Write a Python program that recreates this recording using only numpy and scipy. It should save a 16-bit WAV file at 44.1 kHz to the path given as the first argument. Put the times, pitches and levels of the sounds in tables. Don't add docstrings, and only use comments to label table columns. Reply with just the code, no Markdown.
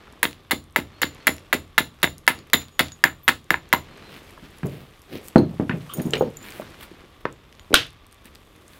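import sys
import numpy as np
from scipy import signal
from scipy.fft import rfft, irfft
from scipy.io import wavfile

SR = 44100
rng = np.random.default_rng(int(sys.argv[2]) if len(sys.argv) > 2 else 0)


def store_pcm(level_fs):
    pcm = np.round(np.clip(level_fs, -1, 1) * 32767).astype(np.int16)
    wavfile.write(sys.argv[1], SR, np.atleast_2d(pcm).T)


N = 387638

# [t/s, creak level/dB, swish level/dB]
RUSTLE_LEVELS = [(0.0, -54, -73), (0.64, -62, -77), (1.15, -51, -71.5), (1.86, -61.5, -70.5),
                 (2.55, -57.5, -75), (2.79, -59.5, -66.5), (3.35, -60.5, -71.5), (3.74, -52, -77),
                 (4.06, -51, -64), (5.04, -55, -65), (5.24, -50.5, -60.5), (5.43, -57.5, -69),
                 (5.97, -54, -59), (6.09, -50, -54), (6.19, -54, -63), (6.66, -49.5, -63),
                 (7.37, -59, -73.5), (7.81, -56.5, -64.5), (7.91, -60, -76), (8.79, -58, -64)]
SHUFFLE_RE_CREAK_DB = 0.5
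SHARED_WAVER_DB, OWN_WAVER_DB, WAVERS_PER_S = 0.84, 1.14, 7

# [f/Hz, density/dB]
HUM_SPECTRUM = [(15, -45), (25, 15.5), (84, 17), (185, -3.5), (344, -0.5), (887, -10.5), (1160, 4.5),
                (1290, -4.5), (1890, -37.5), (3520, -4), (5730, -42.5), (12900, -21), (16000, -36)]
HUM_DB = -54.5

# [t/s, level/dB, f/Hz, burr t60/s]
CLACKS = [(0.079, -37, 1350, 0.032), (.108, -46, 1190, 0.021), (.134, -39, 1110, 0.022),
          (.176, -42, 1090, .03), (4.377, -33, 1160, 0.029), (4.632, -19, 1600, 0.023),
          (5.359, 1, 770, 0.037), (5.599, -33.5, 1640, 0.06), (5.6948, -13, 1510, 0.045),
          (5.696, -20.5, 2680, 0.017), (5.71, -23, 1780, 0.14), (5.998, -31.5, 1780, 0.063),
          (6.135, -8, 3030, 0.033), (6.1362, -20, 1836, 0.12), (6.154, -17.5, 2850, 0.036),
          (6.169, -23.5, 2400, 0.046), (6.2097, -11.5, 800, 0.039), (6.62, -30.5, 1180, 0.047),
          (7.2535, -5.5, 1160, .02), (7.262, -31.5, 1550, 0.16), (7.2535, -29.5, 3380, 0.025),
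          (7.7289, -22.5, 2460, 0.024)]

# [t/s, crunch level/dB, grit level/dB, low thump delay/s, thump level/dB]
TAPS = [(0.2297, -12, -23.5, .025, -14.5), (0.5102, -15, -22, .024, -11.5), (0.7617, -22, -27, .027, -12),
        (1.0174, -18, -22, .026, -12.5), (1.269, -10, -20, .024, -9.5), (1.5290, -17, -25.5, .022, -10.5),
        (1.781, -12.5, -19.5, .026, -12.5), (2.0299, -11.5, -17, .014, -9),
        (2.2784, -17.5, -27.5, .025, -16.5), (2.533, -8.5, -15.5, .015, -9.5),
        (2.7926, -10.5, -13, .016, -8.5), (3.04, -20, -30, .014, -12), (3.2805, -14, -21, .013, -12),
        (3.5052, -25.5, -35, .0072, -11), (3.7281, -19, -24.5, .011, -8.5)]
# [t/s, level/dB, most excited f/Hz]
EDGE_CONTACTS = [(0.2302, -9.5, 2020), (0.2352, -15, 2080), (0.2535, -8.5, 2320), (0.51, -12, 2140),
                 (0.5162, -10, 1740), (0.5227, -14.5, 2060), (0.529, -23, 1790), (0.7614, 0, 1850),
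                 (0.766, -13, 1780), (0.77, -17, 1870), (1.0182, -13.5, 2140), (1.033, -8, 1940),
                 (1.2707, -5, 1960), (1.279, -1.5, 2000), (1.5284, -5.5, 2000), (1.534, -4.5, 1990),
                 (1.7802, 1, 1950), (1.7859, -4, 1980), (1.7929, -10.5, 2440), (2.0307, -6, 2580),
                 (2.034, -8, 2700), (2.0426, -4, 1980), (2.0481, -16, 2600), (2.075, -20, 1590),
                 (2.278, 5.5, 1860), (2.2873, -14, 1720.0), (2.5333, -8, 2500), (2.543, -7, 2320),
                 (2.7939, -4.5, 2820), (2.7977, -12.5, 2700), (2.8015, -7, 1950.0), (3.0399, 4.5, 1770),
                 (3.28, 1, 2400), (3.2916, -0.5, 1530), (3.5061, -0.5, 1870), (3.5425, -7, 1440),
                 (3.7284, -1, 2040), (3.7368, -4.5, 1410), (3.7472, -8, 1550)]
# [f/Hz, level/dB, t60/s]
CORE_MODES = [(1009, -0.5, 0.02), (1426, -12, 0.018), (1743, -3.5, 0.011), (2039, -2, 0.013),
              (2726, -7.5, 0.01), (3270, 1, 0.0073), (3714, 1.5, 0.015)]
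# [f/Hz, level/dB, t60/s]
STONE_MODES = [(7050, -10, .12), (7100, -11, .10), (10010, -10, .06), (10060, -10, .09), (12840, -3, .05),
               (12885, -6, .085), (13780, -17, .06), (15630, -7, .05), (15720, -9, .045)]
# [t/s, ring level/dB]
STONE_NUDGES = [(4.57, -57), (4.659, -50)]
# [f/Hz, density/dB]
CRUNCH_SPECTRUM = [(240, -61), (400, -18.5), (1220, -7), (2090, -2), (5690, -21.5), (6950, -23),
                   (11200, -17), (12500, -24.5), (16000, -15.5)]
USUAL_CRUNCH_DB, USUAL_CRUNCH_T60_S = -15.5, 0.085
T60_HALVING_DB = 13.5
USUAL_STONE_RING_DB, RING_DB_PER_CRUNCH_DB = -20, 0.64

# [t/s, level 1.4-5.1 kHz/dB, level 4.9-12 kHz/dB]
GRIT_TICKS = [(.311, -31, -42), (.33, -32.5, -53), (.435, -45, -56), (.6994, -49, -71), (1.1477, -60, -39),
              (1.3823, -29, -50), (2.0184, -30, -47), (2.1817, -53, -32), (2.2671, -28, -31.5),
              (2.3895, -30, -40), (2.4714, -41, -43), (2.5, -28, -47), (2.617, -25, -39),
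              (2.684, -35, -43.5), (2.8837, -29, -45.5), (2.9197, -29.5, -41), (3.443, -59, -43),
              (3.69, -51, -39.5), (3.9744, -55, -42), (5.0185, -64, -39), (5.2839, -28, -26),
              (6.107, -37, -28), (6.5052, -46, -32), (6.5222, -25.5, -38), (7.5265, -36.5, -50),
              (7.5517, -41, -58.5), (7.5956, -31, -46), (7.867, -42.5, -36), (7.9054, -57, -44),
              (7.9304, -46.5, -47), (8.1128, -47, -48), (8.1446, -47, -43), (8.1266, -35, -38),
              (8.2452, -62, -40), (8.256, -50, -32), (8.351, -52.5, -35.5), (8.3555, -31.5, -50),
              (8.734, -35.5, -49)]
FINE_GRIT_COUNT = 40
FINE_GRIT_MEAN_DB, FINE_GRIT_SPREAD_DB = [-58.5, -46], 5.5

# [start/s, end/s, start f/Hz, end f/Hz, level/dB]
CHIRPS = [(.92, 1.02, 4150, 4490, -58), (1.19, 1.25, 4420, 4250, -57), (2.29, 2.44, 6830, 6830, -57),
          (2.55, 2.70, 6830, 6830, -55), (2.70, 2.80, 6830, 6830, -60), (3.89, 3.99, 4400, 4000, -61),
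          (4.0, 4.135, 4030, 4180, -54)]

# [t/s, half length/s, level 100-526 Hz/dB, level 0.5-3.4 kHz/dB, level 5-16 kHz/dB]
SWISHES = [(2.362, 0.063, -44, -50.5, -71), (2.61, 0.037, -51, -45.5, -75), (2.863, .04, -52, -46, -65),
           (4.15, 0.052, -48.5, -46.5, -56), (4.45, 0.026, -53, -50, -66), (4.745, 0.11, -44, -50.5, -57),
           (5.152, 0.044, -35, -42.5, -51.5), (5.265, .03, -62, -62, -49), (5.53, 0.038, -43.5, -73, -68),
           (5.994, 0.05, -32.5, -47.5, -71), (6.154, 0.031, -30.5, -47, -51),
           (6.232, 0.073, -32.5, -51.5, -65), (6.473, 0.052, -47, -42.5, -49),
           (6.578, 0.054, -47.5, -48.5, -51), (6.831, 0.029, -53, -43.5, -48.5),
           (7.212, .0081, -53, -54, -60), (8.262, 0.019, -50, -49, -57), (8.752, 0.044, -66, -55.5, -58.5)]

# [t/s, level/dB, f/Hz, t60/s]
PINGS = [(2.92, -37, 6780, .12), (3.234, -44, 14000, .06), (3.242, -40.5, 12940, .07),
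         (6.108, -26, 7240, .0083), (6.135, -29, 7700, 0.026), (6.37, -30, 7070, 0.027),
         (6.3694, -41, 12700, .03), (6.428, -39.5, 7150, .05), (7.5956, -50.5, 6930, .083)]

# [t/s, level/dB, f/Hz, t60/s]
KNOCKS = [(4.426, -28, 153, 0.029), (4.632, -16.5, 173, .03), (4.644, -12, 131, 0.048),
          (4.661, -22, 400, 0.06), (4.713, -27, 110, 0.031), (5.3583, 8, 251, .024),
          (5.372, -3, 313, 0.022), (5.416, -13, 189, 0.083), (5.5978, -0.5, 275, 0.0091),
          (5.696, -8.5, 163, 0.021), (5.737, -15, 163, 0.066), (5.984, -12.5, 200, .019),
          (5.997, -18, 230, 0.039), (6.054, -12.5, 194, 0.043), (6.067, -13.5, 216, 0.034),
          (6.135, -16.5, 438.5, .096), (6.2094, -5, 467, 0.039), (6.223, -9, 503, 0.062),
          (6.598, -17.5, 604, 0.017), (6.914, -31, 354, 0.032), (7.038, -36.5, 360, .03),
          (7.2535, -7, 458, 0.012), (7.707, -18.5, 360, 0.018), (7.717, -15, 395, 0.018),
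          (7.7304, -12.5, 474, 0.018), (7.734, -8.5, 343, 0.021)]
# [f/Hz, level/dB, t60/s]
FLOOR_MODES = [(180.3, -0.5, 0.31), (226.5, -2, .17), (350, -4, .15)]
RUMBLE_DB, FLOOR_RING_DB = -16, -28.5
SHAKE_DB_PER_OCTAVE = -3
ON_LAP_FROM_S, LAP_LOSS_DB = 7.2, 11

# [t/s, level/dB]
SHARD_HITS = [(5.359, -31.5), (5.382, -29.5)]
# [f/Hz, level/dB, t60/s]
SHARD_MODES = [(4120, -1, .07), (4240, 1.5, 0.052), (4430, -8, .06), (6400, -13, 0.046), (8750, -18, .07),
               (8870, -19.5, .07), (12840, -19, .09)]

# [start/s, length/s, level/dB]
SCRAPE = (5.893, .048, -43)
# [f/Hz, width/Hz, level/dB]
STICK_MODES = [(1200, 180, 0), (3150, 600, -2)]

# [t/s, level/dB]
CLINKS = [(5.9369, -24.5), (5.9444, -41), (5.971, -40), (5.9844, -46), (6.0185, -33), (6.0556, -48),
          (6.0646, -42), (6.179, -41.5), (6.1944, -44), (6.2183, -46.5)]
# [f/Hz, level/dB, t60/s]
FLAKE_MODES = [(6760, -2.5, 0.042), (9160, -6, .08), (10480, -15, 0.049), (11850, -21, 0.13),
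               (13300, -5, .05), (15100, -4, 0.04)]

# [f/Hz, density/dB]
SHATTER_SPECTRUM = [(180, -41.5), (300, -6.5), (337, -10.5), (656, -19.5), (1580, -3), (2140, -4.5),
                    (3130, 1.5), (12100, -36), (16000, -55)]
STRIKE_S, STRIKE_DB = 7.7414, 5
SHATTER_DB, SHATTER_T60_S = -14.5, 0.22

# [f/Hz, t60/s]
HUT_DECAY = [(100, 0.66), (260, .3), (700, 0.21), (1800, 0.13), (5000, 0.25), (13000, 0.18)]
HUT_DB = -12
STRUCK_LOW_CUT_HZ = 78.5
TOP_STOP_HZ = 16400


def amp(db):
    return 10 ** (np.asarray(db) / 20)


def rms_one(x):
    return x / np.sqrt(np.mean(x ** 2) + 1e-20)


def at_hz(points, hz):
    table_hz, values = np.array(points).T
    return np.interp(np.log(hz), np.log(table_hz), values)


def band(x, low_hz, high_hz):
    edges_hz = [low_hz, min(high_hz, .45 * SR)]
    return signal.sosfilt(signal.butter(2, edges_hz, "band", fs=SR, output="sos"), x)


def high_pass(x, hz):
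    return signal.sosfilt(signal.butter(2, hz, "high", fs=SR, output="sos"), x)


def grainy(spread_db):
    jumps = np.repeat(rng.exponential(1, N // 64 + 1), 64)[:N]
    return rng.standard_normal(N) * amp(spread_db * np.minimum(jumps, 4))


def coloured(spectrum, spread_db):
    hz = np.maximum(np.arange(N // 2 + 1) * SR / N, 1)
    shaped = rfft(grainy(spread_db)) * amp(at_hz(spectrum, hz))
    return rms_one(irfft(shaped, N))


def waver(per_s):
    steps = np.arange(N) / SR * per_s
    return np.interp(steps, np.arange(200), rng.standard_normal(200))


def add(out, s, sound):
    i = round(s * SR)
    out[i:i + len(sound)] += sound[:N - i]


def ring(hz, level_db, t60_s):
    t = np.arange(int(t60_s * SR) + 2) / SR
    return amp(level_db - 60 * t / t60_s) * np.sin(2 * np.pi * hz * t)


def fade(level_db, t60_s, rise_s):
    t = np.arange(int(t60_s * SR) + 2) / SR
    return amp(level_db - 60 * t / t60_s) * (1 - np.exp(-t / rise_s))


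def strike(events, modes, spread_db):
    out = np.zeros(N)
    chance_db = rng.normal(0, spread_db, (len(events), len(modes)))
    for (s, db), row in zip(events, chance_db):
        for (hz, mode_db, t60_s), extra_db in zip(modes, row):
            add(out, s, ring(hz, db + mode_db + extra_db, t60_s))
    return out


def rustle():
    s, creak_db, swish_db = np.transpose(RUSTLE_LEVELS)
    levels_db = [creak_db + SHUFFLE_RE_CREAK_DB, creak_db, swish_db]
    bands_hz = [(100, 480), (600, 3220), (5000, 14000)]
    t, out, shared = np.arange(N) / SR, np.zeros(N), waver(WAVERS_PER_S)
    for db, (low_hz, high_hz) in zip(levels_db, bands_hz):
        uneven_db = SHARED_WAVER_DB * shared + OWN_WAVER_DB * waver(WAVERS_PER_S)
        noise = rms_one(band(grainy(spread_db=2.5), low_hz, high_hz))
        out += amp(np.interp(t, s, db) + uneven_db) * noise
    return out


def hum():
    return amp(HUM_DB) * coloured(HUM_SPECTRUM, spread_db=2)


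def clacks():
    out = np.zeros(N)
    for s, db, hz, burr_t60_s in CLACKS:
        add(out, s, band(ring(hz, db - 0.5, burr_t60_s / 3), hz / 3, hz * 3))
        burr = fade(db - 8.5, burr_t60_s, 0.00048)
        noise = band(rng.standard_normal(9000), hz / 2.14, hz * 1.6)
        noise = rms_one(band(noise, hz / 2.16, hz * 1.6))
        add(out, s, burr * noise[-len(burr):])
    return out


def core():
    out = np.zeros(N)
    chance_db = rng.normal(0, 3, (len(EDGE_CONTACTS), len(CORE_MODES)))
    for (s, db, centre_hz), row in zip(EDGE_CONTACTS, chance_db):
        for (hz, mode_db, t60_s), extra_db in zip(CORE_MODES, row):
            off_pitch_db = -22 * np.log2(hz / centre_hz) ** 2
            add(out, s - .0004, ring(hz, db + mode_db + extra_db + off_pitch_db, t60_s))
    return band(band(out, 700, 4500), 700, 4500)


def stone():
    blows = []
    for s, crunch_db, *_ in TAPS:
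        swing_db = RING_DB_PER_CRUNCH_DB * (crunch_db - USUAL_CRUNCH_DB)
        blows.append((s, USUAL_STONE_RING_DB + swing_db))
    return strike(blows + STONE_NUDGES, STONE_MODES, spread_db=4.5)


def crushed_edge():
    crunch, grit = np.zeros((2, N))
    for s, crunch_db, grit_db, *_ in TAPS:
        t60_s = USUAL_CRUNCH_T60_S * 2 ** ((USUAL_CRUNCH_DB - crunch_db) / T60_HALVING_DB)
        add(crunch, s, fade(crunch_db, t60_s, 0.00067))
        add(grit, s, fade(grit_db, t60_s=0.0016 * 0 + t60_s, rise_s=0.0016))
    grit_noise = rms_one(band(grainy(spread_db=4.5), 3100, 4300))
    return crunch * coloured(CRUNCH_SPECTRUM, spread_db=4.0) + grit * grit_noise


def pad_thumps():
    thump, leather = np.zeros((2, N))
    for s, _, _, delay_s, thump_db in TAPS:
        add(thump, s + delay_s - .002, ring(289, thump_db, 0.016))
        add(thump, s + delay_s, ring(85, thump_db - 19, 0.22))
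        add(leather, s, fade(thump_db - 12.0, 0.13, 0.0018))
    leather_noise = rms_one(band(rng.standard_normal(N), 150, 760))
    return band(thump, 74, 970) + leather * leather_noise


def grit_ticks():
    out = np.zeros(N)
    decay = amp(-60 * np.arange(400) / SR / 0.0047)
    fine_s = rng.random(FINE_GRIT_COUNT) * N / SR
    fine_db = FINE_GRIT_MEAN_DB + FINE_GRIT_SPREAD_DB * rng.standard_normal((FINE_GRIT_COUNT, 2))
    for s, low_db, high_db in np.vstack([GRIT_TICKS, np.c_[fine_s, fine_db]]):
        grain = rng.standard_normal(400)
        add(out, s, amp(low_db) * rms_one(band(grain, 1400, 5100)) * decay)
        add(out, s, amp(high_db) * rms_one(band(grain, 4900, 12000)) * decay)
    return out


def chirps():
    out = np.zeros(N)
    for start_s, end_s, start_hz, end_hz, db in CHIRPS:
        hz = np.linspace(start_hz, end_hz, int((end_s - start_s) * SR))
        swell = np.sqrt(np.hanning(len(hz)))
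        add(out, start_s, amp(db) * swell * np.sin(2 * np.pi * np.cumsum(hz) / SR))
    return out


def swishes():
    t, swells = np.arange(N) / SR, np.zeros((3, N))
    for s, half_s, *levels_db in SWISHES:
        swells += amp(levels_db)[:, None] * np.exp(-np.abs((t - s) / half_s) ** 2.6)
    cloth, out = grainy(spread_db=3.0), np.zeros(N)
    for swell, (low_hz, high_hz) in zip(swells, [(100, 526), (500, 3400), (5000, 16000)]):
        out += swell * rms_one(band(cloth, low_hz, high_hz))
    return out


def pings():
    out = np.zeros(N)
    for s, db, hz, t60_s in PINGS:
        add(out, s, ring(hz, db, t60_s) + ring(hz * 1.012, db - 12, t60_s))
    return out


def knocks():
    out, rumble, shakes = np.zeros(N), np.zeros(N), []
    for s, db, hz, t60_s in KNOCKS:
        shake_db = db + SHAKE_DB_PER_OCTAVE * np.log2(hz / 250)
        if s > ON_LAP_FROM_S:
            shake_db -= LAP_LOSS_DB
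        add(out, s, ring(hz, db, t60_s))
        add(rumble, s, fade(shake_db + RUMBLE_DB, 0.17, 0.0065))
        shakes.append((s, shake_db + FLOOR_RING_DB))
    out += strike(shakes, FLOOR_MODES, spread_db=3.5)
    rumble_noise = rms_one(band(rng.standard_normal(N), 120, 396))
    return band(out, 89.0, 1300) + rumble * rumble_noise


def shard():
    return strike(SHARD_HITS, SHARD_MODES, spread_db=0.0)


def scrape():
    out, (s, length_s, db) = np.zeros(N), SCRAPE
    slips = grainy(spread_db=0.5)[:int(length_s * SR)]
    for hz, width_hz, mode_db in STICK_MODES:
        resonance = band(slips, hz - width_hz / 2, hz + width_hz / 2)
        add(out, s, amp(db + mode_db) * rms_one(resonance))
    return out


def clinks():
    return strike(CLINKS, FLAKE_MODES, spread_db=5.0)


def billet():
    spray = np.zeros(N)
    add(spray, STRIKE_S, fade(SHATTER_DB + 20, .012, .0002))
    add(spray, STRIKE_S + 0.0089, fade(SHATTER_DB, SHATTER_T60_S, .0006))
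    add(spray, STRIKE_S + 0.011, fade(SHATTER_DB + 4, 0.018, .0004))
    out = spray * coloured(SHATTER_SPECTRUM, spread_db=0.5)
    add(out, STRIKE_S, ring(1423, STRIKE_DB, .016))
    add(out, STRIKE_S, ring(720, STRIKE_DB - 11.5, 0.011))
    add(out, STRIKE_S, ring(1150, STRIKE_DB - 11, 0.026))
    snap = fade(STRIKE_DB - 12.0, .02, .0002)
    snap_noise = rms_one(band(rng.standard_normal(4000), 5000, 14000))
    add(out, STRIKE_S, snap * snap_noise[:len(snap)])
    return out


def jolt():
    out = np.zeros(N)
    add(out, STRIKE_S, fade(-3.5, 0.013, 0.0011))
    return out


def hut(x):
    t = np.arange(SR // 2) / SR
    edges_hz = 60 * 2 ** np.arange(0, 8.6, .5)
    tail = np.zeros(len(t))
    for low_hz, high_hz in zip(edges_hz, edges_hz[1:]):
        t60_s = at_hz(HUT_DECAY, np.sqrt(low_hz * high_hz))
        tail += band(rng.standard_normal(len(t)), low_hz, high_hz) * amp(-60 * t / t60_s)
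    tail *= 1 - np.exp(-t / 0.0038)
    response = amp(HUT_DB) * tail / np.sqrt(np.sum(tail ** 2))
    response[0] = 1
    return signal.fftconvolve(x, response)[:N]


def scene():
    taps = core() + stone() + crushed_edge() + pad_thumps()
    rummage = clacks() + knocks() + shard() + scrape() + clinks()
    struck = taps + rummage + grit_ticks() + pings() + billet()
    steady = rustle() + hum() + chirps() + swishes()
    return (high_pass(hut(struck), STRUCK_LOW_CUT_HZ) + jolt() + steady)[None]


def record(dry):
    top_cut = signal.cheby2(16, 60, TOP_STOP_HZ, fs=SR, output="sos")
    return signal.sosfilt(top_cut, np.clip(dry, -1, 1))


dry = scene()
out = record(dry)
store_pcm(out)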